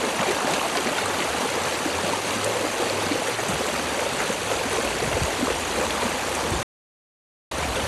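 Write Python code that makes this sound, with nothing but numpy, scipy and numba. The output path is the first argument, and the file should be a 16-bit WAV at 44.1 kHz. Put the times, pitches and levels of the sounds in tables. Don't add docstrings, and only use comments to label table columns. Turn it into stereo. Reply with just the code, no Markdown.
import sys
import numpy as np
from scipy import signal
from scipy.fft import rfft, irfft, next_fast_len
from scipy.io import wavfile
from scipy.ndimage import uniform_filter1d
from numba import njit

SR = 44100
rng = np.random.default_rng(int(sys.argv[2]) if len(sys.argv) > 2 else 0)


def unload_wav(signal):
    wavfile.write(
        sys.argv[1],
        SR,
        np.round(np.clip(np.atleast_2d(signal).T, -1, 1) * 32767).astype(np.int16),
    )


N = 347067
TIME = np.arange(N) / SR
FFT_SIZE = next_fast_len(N + 4096)
BINS_HZ = np.maximum(np.arange(FFT_SIZE // 2 + 1) * SR / FFT_SIZE, 1)

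# (time [s], length [s], churn [dB], gurgle [dB], splash [dB])
FOOT_KICKS = [(0.0, 0.095, -1.5, -1, -5.5), (0.188, 0.056, -7, 0.5, -11.5), (0.25, 0.054, 0, 0, -0.5),
              (0.457, 0.11, 2, 1.5, -2), (0.74, 0.018, -4.5, -8, -2), (0.84, .025, 4, -7.5, -16.5),
              (0.95, 0.061, -18, -10.5, -2), (1.174, .025, 4, -15.5, -4), (1.357, 0.072, 0, -5.5, -5),
              (1.608, 0.05, 0, -0.5, -1), (1.848, 0.014, 3, 3, -14), (2.037, 0.064, -2, 0.5, -5.5),
              (2.252, 0.076, -0.5, -8.5, -1.5), (2.43, 0.14, -9, 1, -12), (2.635, .015, -9, -3, -8),
              (2.794, 0.027, -11, 4.5, -1), (2.89, 0.11, -15, -2, -17), (3.003, 0.031, -5, -12.5, -2.5),
              (3.13, .015, 2.5, -6, -11), (3.258, 0.014, -14, -2, 0), (3.39, .015, -13, -17, -20),
              (3.47, 0.083, -2.5, 0, -5), (3.709, 0.038, 4.5, -5, -5.5), (3.955, 0.072, -5.5, 1.5, -8),
              (4.192, 0.019, -2, 1.5, 0.5), (4.489, 0.017, -12, 6, -0.5), (4.701, 0.062, -15.5, 0.5, -2.5),
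              (4.825, 0.012, -11, -0.5, -5), (5.017, 0.17, -0.5, -10, -22), (5.153, 0.11, -6, -4.5, -6.5),
              (5.405, 0.014, -0.5, -2.5, -22), (5.461, 0.04, -13, -7.5, -13.5), (5.745, 0.07, 4, -0.5, -5),
              (6.001, 0.042, 2, -3, -2), (6.431, 0.11, 1, -4.5, -23), (7.569, 0.052, 3, 0, -1),
              (7.738, .025, 4, 2.5, -1)]
# (time [s], gain [dB])
KICK_EFFORT = [(0, -0.1), (1.5, 0.26), (2.2, 0), (3.0, -0.15), (4.4, -0.2), (5.2, 0.03), (6.6, -0.3),
               (7.52, -2.5), (7.62, -2.4), (7.87, -0.6)]
# (centre [s], length [s], gain [dB])
WATER_LULLS = [(0.432, 0.045, -0.5), (0.6, 0.032, -2), (1.633, 0.049, -4.5), (2.223, 0.046, -4),
               (2.7, 0.031, -1.5), (3.37, 0.05, -5.5), (3.69, 0.031, 3), (4.39, 0.057, -3),
               (4.463, 0.034, -0.5), (4.947, 0.036, -1), (5.575, 0.046, -0.5), (5.66, 0.05, -0.5),
               (6.237, .06, 1)]
# (time [s], small bubbles against large [dB])
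GURGLE_TILT = [(0, 4), (1.5, -0.5), (2.5, -4), (4.3, -2.5), (6.1, 2.5)]
# (time [s], length [s], level [dB])
FOLDING_WAVES = [(0.035, 0.078, -32.5), (0.187, 0.051, -28.5), (0.375, 0.083, -29.5), (0.492, 0.028, -29.5),
                 (0.628, 0.039, -30), (1.066, 0.084, -31.5), (1.265, 0.044, -31), (1.4, 0.055, -28),
                 (1.548, 0.14, -32), (2.076, 0.042, -32), (5.81, 0.063, -30.5), (5.924, 0.11, -29.5),
                 (6.253, 0.017, -34), (6.378, 0.032, -31.5)]
# (time [s], level [dB], centre [Hz], width [octaves], fade [s])
SURFACE_SLAPS = [(0.192, -20.5, 1400, 1.5, .006), (0.209, -25, 2300, 2.2, .003),
                 (0.2297, -25, 1400, 2.2, .003), (0.3105, -22.5, 5500, 2, .0018),
                 (0.3205, -25.5, 10000, .7, .0015), (0.4189, -28, 7000, 1.5, .002),
                 (0.5083, -26.5, 6000, 1.5, .005), (0.5365, -17, 3000, 2, 0.0035),
                 (0.5425, -22, 3500, 2.7, .0026), (0.752, -20, 1180, 1, 0.0068),
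                 (0.772, -23, 1700, 1.8, .007), (0.781, -24, 1800, 2, .005), (0.805, -33, 7000, 1, 0.0044),
                 (0.868, -23, 2100, 1.3, .005), (0.982, -23, 2200, 1.8, .007),
                 (1.058, -22.5, 8500, 0.68, .0016), (1.203, -21, 2280, 0.88, .0033),
                 (1.222, -21, 1700, 0.98, .005), (1.5025, -27, 8000, 1, 0.0024),
                 (1.6774, -27, 7000, 2, .002), (2.4415, -27, 3000, 3.7, .005),
                 (2.4448, -17.5, 8580, 1.8, 0.0028), (2.898, -29, 5500, 2, .0026),
                 (3.1208, -21, 2300, 0.66, .003), (3.272, -29, 7000, 2, .0016),
                 (3.397, -26, 1700, 1.8, .0015), (3.485, -27.5, 8500, 1.2, 0.014),
                 (3.667, -24.5, 8470, 1, 0.0022), (3.7514, -23, 1350, 1.6, .005),
                 (3.7941, -22, 1330, 1.05, .0055), (3.994, -21.5, 1400, 2, .0048),
                 (4.005, -24, 7440, 1.3, 0.0021), (4.2028, -20, 1690, 1.4, 0.0037),
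                 (4.2223, -25.5, 2600, 1.4, 0.00343), (4.326, -24, 4980, 1.6, .002),
                 (4.5138, -22.5, 1900, 1.5, 0.0061), (4.5381, -26, 7000, 1.05, 0.0022),
                 (4.73, -23, 7550, 1.5, 0.0029), (4.9044, -25.5, 1850, 1.5, .003),
                 (5.128, -22, 1500, 2, 0.0054), (5.2338, -21.5, 8070, 1.2, .002),
                 (5.264, -26, 10100, .7, .0015), (5.4475, -30.5, 7070, 1.8, .0017),
                 (5.5, -26, 2200, 1.3, 0.017), (5.7543, -24.5, 1697, 1.4, 0.0046),
                 (5.906, -22, 3000, 1.53, 0.0035), (6.35, -23, 7460, 1.04, 0.0035),
                 (6.5058, -25.5, 8000, 1.2, 0.0027), (7.634, -25, 2180, 1.04, 0.0093),
                 (7.7134, -33, 2000, 1.8, .005)]

# (time [s], level [dB], pitch [Hz], fade [cycles])
AIR_GULPS = [(0.032, -20.5, 440, 4), (0.066, -26, 230, 2), (0.197, -21.5, 199, 1.4),
             (0.2188, -19.5, 625, 4), (0.228, -29, 230, 2.2), (0.2291, -15, 1070, 1.1),
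             (0.2777, -20, 376, 3.5), (0.3028, -18.5, 400, 4.5), (0.445, -20, 273, 0.79),
             (0.4753, -16.5, 610, 2), (0.5123, -17.5, 724, 1), (0.5277, -29.5, 442, 4),
             (0.5671, -20.5, 590, 2), (0.6147, -17.5, 1180, 1.7), (0.6478, -18.5, 690, 4.3),
             (0.7566, -19.5, 707, 6), (0.7713, -22.5, 390, 3.2), (0.7878, -25, 370, 3),
             (0.8831, -20.5, 610, 4), (1.014, -24, 427, 4), (1.0588, -15.5, 1200, 2.5),
             (1.1922, -19, 825, 4.4), (1.198, -27, 347, 4.4), (1.345, -21.5, 720, 2.5),
             (1.4523, -18.5, 440, 3.5), (1.5728, -18.5, 487, 3.7), (1.8563, -21.5, 310, 1.8),
             (1.9859, -16.5, 910, 3), (2.037, -24, 190, 1.4), (2.0947, -25, 540, 4),
             (2.1328, -15.5, 930, 3.7), (2.3057, -22, 270, 1.3), (2.35, -25.5, 220, 4.3),
             (2.474, -14, 550, 1.7), (2.5611, -24.5, 480, 5.7), (2.6037, -21, 530, 3.4),
             (2.6369, -23, 298, 4), (2.6496, -16.5, 517, 0.84), (2.7975, -20, 360, 3.7),
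             (2.8189, -20, 488, 4.5), (2.831, -22, 864, 2.5), (2.9908, -22, 494, 3.5),
             (3.022, -21.5, 860, 2.5), (3.0335, -23, 475, 4), (3.063, -25, 245, 2), (3.1104, -17, 289, 3.3),
             (3.1556, -16.5, 494, 1.5), (3.22, -18, 700, 3.7), (3.2834, -17, 500, 1.8),
             (3.3865, -17, 697, 1.5), (3.3945, -16.5, 750, 1.4), (3.401, -22.5, 517, 1.5),
             (3.488, -26, 180, 3), (3.5039, -22, 520, 3.8), (3.556, -22, 580, 1.7),
             (3.6071, -17.5, 515, 2.15), (3.635, -22, 424, 4), (3.9802, -18, 511, 1.6),
             (4.0619, -19.5, 544, 4), (4.292, -24.5, 200.3, 1.3), (4.298, -20, 475, 5.7),
             (4.4981, -25, 524, 4.9), (4.5148, -20, 514, 2.9), (4.608, -18.5, 503, 2.4),
             (4.655, -26.5, 278, 3.5), (4.7347, -21.5, 494, 0.79), (4.7835, -19, 477, 4),
             (4.845, -22, 320, 1.6), (5.0262, -20, 420, 0.63), (5.112, -21, 603, 4.3),
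             (5.1668, -15, 506, 2), (5.2798, -17.5, 567, 1.15), (5.408, -25, 273.6, 3),
             (5.4244, -14.5, 261, 2), (5.4703, -13.5, 1094, 2.2), (5.4795, -15, 466, 0.8),
             (5.5024, -17, 456, 3.1), (5.772, -21.5, 515, 4), (5.81, -19, 505, 5), (6.027, -19.5, 447, 2),
             (6.048, -20.5, 222, 1.7), (6.4497, -22.5, 436, 4), (6.53, -21.5, 350, 2.6),
             (6.59, -16.5, 1015, 2.4), (7.585, -23.5, 480, 1.86), (7.626, -19.5, 1010, 3.4),
             (7.7644, -20.5, 515, 5.1)]
DROP_PLINKS = [(0.2101, -15, 2880, 5.5), (0.5955, -16, 2670, 5), (0.6005, -18, 2950, 5),
               (0.7713, -8.5, 5000, 2.6), (0.872, -20, 2180, 5.5), (0.897, -21.5, 3900, 5),
               (0.9853, -17, 1440, 5.7), (1.2035, -18, 3120, 3), (2.8989, -15.5, 4365, 5),
               (3.0653, -15.5, 4756, 5), (3.1224, -16.5, 4320, 5), (3.3865, -19.5, 1780, 3.6),
               (3.3935, -17, 1970, .8), (4.2023, -19.5, 1998, 2.8), (5.2523, -21.5, 6650, 5),
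               (5.9066, -13.5, 3370, 5.3), (6.4015, -18, 5430, 4), (7.636, -23, 2190, 8),
               (7.7582, -17, 3350, 5), (7.803, -20, 3500, 5)]
WIND_THUMPS = [(3.533, -24, 153.5, .75), (5.073, -21.5, 139, 0.83), (5.144, -21, 83, .75),
               (5.213, -20, 129.7, 0.95), (5.226, -27, 71.8, .75), (6.516, -21, 95, 0.68),
               (6.593, -25.5, 114.8, .75), (7.701, -22.5, 80, 0.99), (7.829, -28, 91, 0.81)]

# (time [s], level [dB])
BREEZE_LEVEL = [(0, -54), (2.0, -59), (2.7, -50), (3.2, -54), (4.3, -48.5), (5.1, -38.5), (5.7, -43.5),
                (6.3, -45), (7.87, -40)]
# (centre [s], length [s], level [dB])
WIND_GUSTS = [(3.551, .071, -39.5), (4.697, .4, -54), (5.089, .18, -39), (5.236, .05, -28),
              (5.502, .3, -45.5), (5.951, .1, -40.5), (6.519, 0.13, -31.5), (7.725, .19, -34)]
# (time [s], pitch [Hz], level [dB])
DRONE_COURSE = [(0.95, 79.96, -49), (1.05, 94, -38.5), (1.15, 96, -36.5), (1.21, 80, -53),
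                (1.29, 76.4, -39), (1.38, 76, -46.5), (1.45, 84.4, -50.5), (1.54, 93, -38), (1.7, 84, -49),
                (1.86, 86, -46.5), (1.95, 89, -42), (2.1, 93, -38.5), (2.24, 100.7, -41), (2.45, 105, -36),
                (2.63, 101, -39), (2.8, 101, -53), (2.93, 101.7, -39), (3.07, 101, -36),
                (3.17, 107.2, -46.5), (3.35, 111.3, -40), (3.68, 77.6, -48.5), (3.87, 79.2, -34),
                (4.05, 101, -48), (4.35, 93.7, -46), (4.6, 100.6, -35), (4.9, 83, -54.5), (5.5, 79.9, -39),
                (6.3, 79, -43), (7.87, 74.6, -35)]

# (frequency [Hz], gain [dB])
CHURN_SPECTRUM = [(25, -50.5), (50, -23), (110, -3), (170, -2.5), (260, 3.5), (340, 3.5), (430, -8),
                  (700, -30), (2000, -71)]
GURGLE_SPECTRUM = [(100, -32), (260, -24.5), (370, -4.5), (500, -0.2), (600, -1), (720, -4), (900, -6.5),
                   (1200, -17.5), (2000, -35), (4000, -60)]
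SPLASH_SPECTRUM = [(60, -52.5), (400, -26), (800, 4), (1150, 1.5), (1500, -1.5), (2100, -5.5), (2800, -2.5),
                   (3800, -9.5), (4800, -10), (6500, -16), (12000, -11)]
SPRAY_SPECTRUM = [(60, -29.5), (400, -9.5), (2000, 2.5), (4000, -1.5), (5200, -4), (6300, -2.5),
                  (8000, -5.5), (11500, -7.5), (13500, -15.5), (16000, -29)]
SLOSH_SPECTRUM = [(350, -43.5), (600, -4.5), (780, 2), (1150, 1), (1500, -8.5), (2600, -34.5)]
BREEZE_SPECTRUM = [(15, -48.5), (30, -35.5), (52, -0.5), (75, -5), (110, -7), (170, -10.5), (260, -18),
                   (600, -41.5), (2000, -74.5)]
GUST_SPECTRUM = [(15, -31.5), (30, -18.5), (50, 1), (75, 6), (110, -10), (170, -4), (260, -24), (600, -42),
                 (2000, -79.5)]

STEREO_LIKENESS = [(30, .94), (60, .9), (140, .9), (250, .97), (500, .87), (720, .54), (1400, .58),
                   (1950, .88), (3300, .52), (4400, .6), (5500, .45), (6500, .97), (8700, .95), (10000, .6),
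                   (11800, .68), (12800, 1)]
LEFT_PHASE_LEAD = [(300, 0), (800, -.7), (1300, -1.1), (1700, 0), (2200, .4), (3000, 1.55), (4500, .9),
                   (5200, 2.7), (5900, 6.3), (9000, 6.3), (10000, 7.9), (12000, 8.6), (12800, 3 * np.pi)]
LEFT_OVER_RIGHT = [(120, 0), (300, 1), (500, 2.3), (1000, 1), (1450, -1.3), (2000, 0), (2700, -2.5),
                   (5000, -2.8), (6000, 0)]

CHURN_DB, GURGLE_DB, SPLASH_DB, SPRAY_DB = -37, -30.5, -28.5, -32


def swimmer(splash_lull_share=.39, spray_follows=.58):
    starts, lengths, *layer_levels = np.transpose(FOOT_KICKS)
    churn_db, gurgle_db, splash_db = [kick_swell(zip(starts, lengths, db)) for db in layer_levels]
    effort_db, = in_time(KICK_EFFORT)
    lull_db = sum(db * bell(s, length) for s, length, db in WATER_LULLS)
    splash_db += splash_lull_share * lull_db
    below = from_db(CHURN_DB + churn_db) * evened(churn(), window_s=.07)
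    below += from_db(GURGLE_DB + gurgle_db) * evened(gurgle(), window_s=.045)
    above = from_db(SPLASH_DB + splash_db) * evened(splash(), window_s=.035)
    above += from_db(SPRAY_DB + spray_follows * splash_db) * evened(spray(), window_s=.025)
    return from_db(effort_db) * (from_db(lull_db) * below + above)


def kick_swell(kicks):
    power = np.ones(N)
    for s, length, db in kicks:
        add(power, s, (from_db(db) * burst(length, attack_s=.016, release_s=.075)) ** 2)
    return 10 * np.log10(power)


def churn():
    bubbles = bubble_cloud(per_s=380, low_hz=120, high_hz=440, cycles=9, rise=.2, spread_db=1.5)
    return colour(bubbles + wash(), CHURN_SPECTRUM)


def gurgle(split_hz=660):
    bubbles = bubble_cloud(per_s=1000, low_hz=330, high_hz=1500, cycles=38, rise=.07, spread_db=1.3)
    boil = colour(bubbles + from_db(-2) * wash(), GURGLE_SPECTRUM)
    large = signal.sosfiltfilt(signal.butter(2, split_hz, fs=SR, output="sos"), boil)
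    tilt_db, = in_time(GURGLE_TILT)
    return from_db(-tilt_db / 2) * large + from_db(tilt_db / 2) * (boil - large)


def splash():
    bubbles = bubble_cloud(per_s=3000, low_hz=724, high_hz=6040, cycles=16.4, rise=.23, spread_db=2)
    clear = bubble_cloud(per_s=420, low_hz=1000, high_hz=6000, cycles=100, rise=.04, spread_db=1.2)
    clumps = (bubbles + from_db(2) * wash()) * patter(per_s=1500, fade_s=.005, spread_db=1.6)
    return colour(clumps + from_db(-2.5) * clear, SPLASH_SPECTRUM)


def spray():
    foam = bubble_cloud(per_s=900, low_hz=3200, high_hz=15000, cycles=220, rise=.01, spread_db=1.7)
    ticks = wash() * patter(per_s=200, fade_s=.002, spread_db=1.4)
    return colour(foam + from_db(1.5) * ticks + from_db(2.5) * wash(), SPRAY_SPECTRUM)


def sloshes():
    level = np.zeros(N)
    for s, length, db in FOLDING_WAVES:
        add(level, s, from_db(db) * burst(length, attack_s=.003, release_s=.012))
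    bubbles = bubble_cloud(per_s=900, low_hz=620, high_hz=1500, cycles=22, rise=.15, spread_db=1.5)
    return level * evened(colour(bubbles + from_db(-4) * wash(), SLOSH_SPECTRUM), window_s=.04)


def air_pockets(rings, swell_cycles, glide):
    out = np.zeros(N)
    for s, db, hz, fade_cycles in rings:
        cycle = TIME[:SR // 10] * hz
        shape = (1 - np.exp(-cycle / swell_cycles)) ** 2 * np.exp(-cycle / fade_cycles)
        tone = np.sin(2 * np.pi * cycle * (1 + glide * cycle))
        add(out, s, from_db(db) * shape / shape.max() * tone)
    return out


def slaps(tail_s, tail_db):
    out, t = np.zeros(N), TIME[:SR // 12]
    for s, db, hz, octaves, fade_s in SURFACE_SLAPS:
        edge_ratio = 2 ** (max(octaves, .5) / 2)
        edges_hz = [hz / edge_ratio, min(hz * edge_ratio, 15000)]
        band = signal.butter(3, edges_hz, "band", fs=SR, output="sos")
        crack = evened(signal.sosfilt(band, rng.standard_normal((1, len(t)))), window_s=.002)[0]
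        shape = np.hypot(np.exp(-t / fade_s), from_db(tail_db) * np.exp(-t / tail_s))
        add(out, s, from_db(db) * crack * shape)
    return out


def stray_drops():
    return colour(wash() * patter(per_s=30, fade_s=.0007, spread_db=1.2), SPRAY_SPECTRUM)


def bubble_cloud(per_s, low_hz, high_hz, cycles, rise, spread_db):
    when, pitch, size, bearing, ring = rng.random((int(per_s * N / SR), 5)).T
    hz = low_hz * (high_hz / low_hz) ** pitch
    strength = hz * from_db(spread_db * np.minimum(-np.log(1 - size), 4))
    angle = 2 * np.pi * bearing
    weights = strength[:, None] * np.stack([np.cos(angle), np.sin(angle)], axis=1)
    starts, phase_steps = (when * N).astype(np.int64), 2 * np.pi * hz / SR
    return rms_one(ring_bubbles(starts, phase_steps, weights, cycles * (.5 + ring), float(rise), N))


@njit
def ring_bubbles(starts, phase_steps, weights, cycles, rise, length):
    out = np.zeros((2, length))
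    for k in range(len(starts)):
        life = cycles[k] * 2 * np.pi / phase_steps[k]
        for i in range(min(int(life), length - starts[k])):
            age = i / life
            phase = phase_steps[k] * i * (1 + rise * age / 2)
            wave = np.sin(phase) * np.exp(-np.log(1000) * age) * (1 - np.exp(-phase / 2))
            out[0, starts[k] + i] += weights[k, 0] * wave
            out[1, starts[k] + i] += weights[k, 1] * wave
    return out


def patter(per_s, fade_s, spread_db):
    lands = rng.random(N) < per_s / SR
    strength = from_db(spread_db * np.minimum(rng.exponential(1, N), 4))
    decay = np.exp(-1 / (fade_s * SR))
    return rms_one(np.sqrt(signal.lfilter([1], [1, -decay], (lands * strength) ** 2 + 1e-12)))


def wash():
    return rng.standard_normal((2, N))


def wind():
    breeze_db, = in_time(BREEZE_LEVEL)
    gusts = sum(from_db(db) * bell(s, length) for s, length, db in WIND_GUSTS)
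    return from_db(breeze_db) * buffeting(BREEZE_SPECTRUM) + gusts * buffeting(GUST_SPECTRUM)


def buffeting(spectrum):
    return evened(colour(wash(), spectrum), window_s=.13) * from_db(2 * drift(12))


def drone():
    hz, db = in_time(DRONE_COURSE)
    phase = 2 * np.pi * np.cumsum(hz * (1 + .06 * drift(18))) / SR
    return from_db(db + 2.8 * drift(16)) * np.sin(phase)


def stereo_image(direct, scattered):
    alike = np.clip(at_hz(STEREO_LIKENESS), 0, 1)
    sides = np.array([[1], [-1]])
    shared = np.sqrt((1 + alike) / 2) * rfft(direct, FFT_SIZE)
    apart = np.sqrt((1 - alike) / 2) * rfft(scattered, FFT_SIZE)
    pair = (shared + sides * apart) * from_db(sides * at_hz(LEFT_OVER_RIGHT) / 2)
    pair[1] *= np.exp(-1j * at_hz(LEFT_PHASE_LEAD))
    return irfft(pair, FFT_SIZE)[:, :N]


def from_db(db):
    return 10 ** (np.asarray(db) / 20)


def rms_one(x):
    return x / np.sqrt(np.mean(x ** 2) + 1e-20)


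def in_time(rows):
    s, *columns = np.transpose(rows)
    return [np.interp(TIME, s, column) for column in columns]


def at_hz(points):
    hz, values = np.transpose(points)
    return np.interp(np.log(BINS_HZ), np.log(hz), values)


def colour(x, spectrum):
    return rms_one(irfft(rfft(x, FFT_SIZE) * from_db(at_hz(spectrum)), FFT_SIZE)[..., :N])


def evened(x, window_s):
    power = uniform_filter1d(np.mean(x ** 2, axis=0), max(int(window_s * SR), 1))
    return x / np.sqrt(power + 1e-6)


def drift(rate_hz, hop=40):
    pole = np.exp(-2 * np.pi * hop * rate_hz / SR)
    noise = rng.standard_normal(N // hop + 2002)
    slow = signal.lfilter([1], [1, -2 * pole, pole * pole], noise)[2000:]
    return np.interp(np.arange(N) / hop, np.arange(len(slow)), rms_one(slow))


def burst(length_s, attack_s, release_s):
    t = TIME[:SR // 2]
    return np.minimum(t / attack_s, 1) * np.exp(-np.maximum(t - length_s, 0) / release_s)


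def bell(s, length):
    return np.exp(-(2 * (TIME - s) / length) ** 2)


def add(out, s, sound):
    start = int(np.clip(s * SR, 0, N - 1))
    out[..., start:start + sound.shape[-1]] += sound[..., :N - start]


def scene():
    gulps = air_pockets(AIR_GULPS, swell_cycles=.87, glide=.0012)
    plinks = air_pockets(DROP_PLINKS, swell_cycles=.47, glide=.0019)
    cracks = slaps(tail_s=.011, tail_db=-16)
    drops = from_db(-45) * stray_drops()
    thumps = air_pockets(WIND_THUMPS, swell_cycles=.51, glide=-.0072)
    direct, scattered = swimmer() + sloshes() + drops + wind()
    return stereo_image(direct + gulps + plinks + cracks + thumps + drone(), scattered)


def record(dry):
    silent_from_s, silent_to_s, fade_s, cutoff_hz = 6.628, 7.515, .003, 15800
    outside_s = np.maximum(silent_from_s - TIME, TIME - silent_to_s)
    live = np.clip(outside_s / fade_s + 1, 0, 1)
    lowpass = signal.ellip(10, .1, 90, cutoff_hz, fs=SR, output="sos")
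    return signal.sosfilt(lowpass, dry * live + 1e-18)


dry = scene()
out = record(dry)
unload_wav(out)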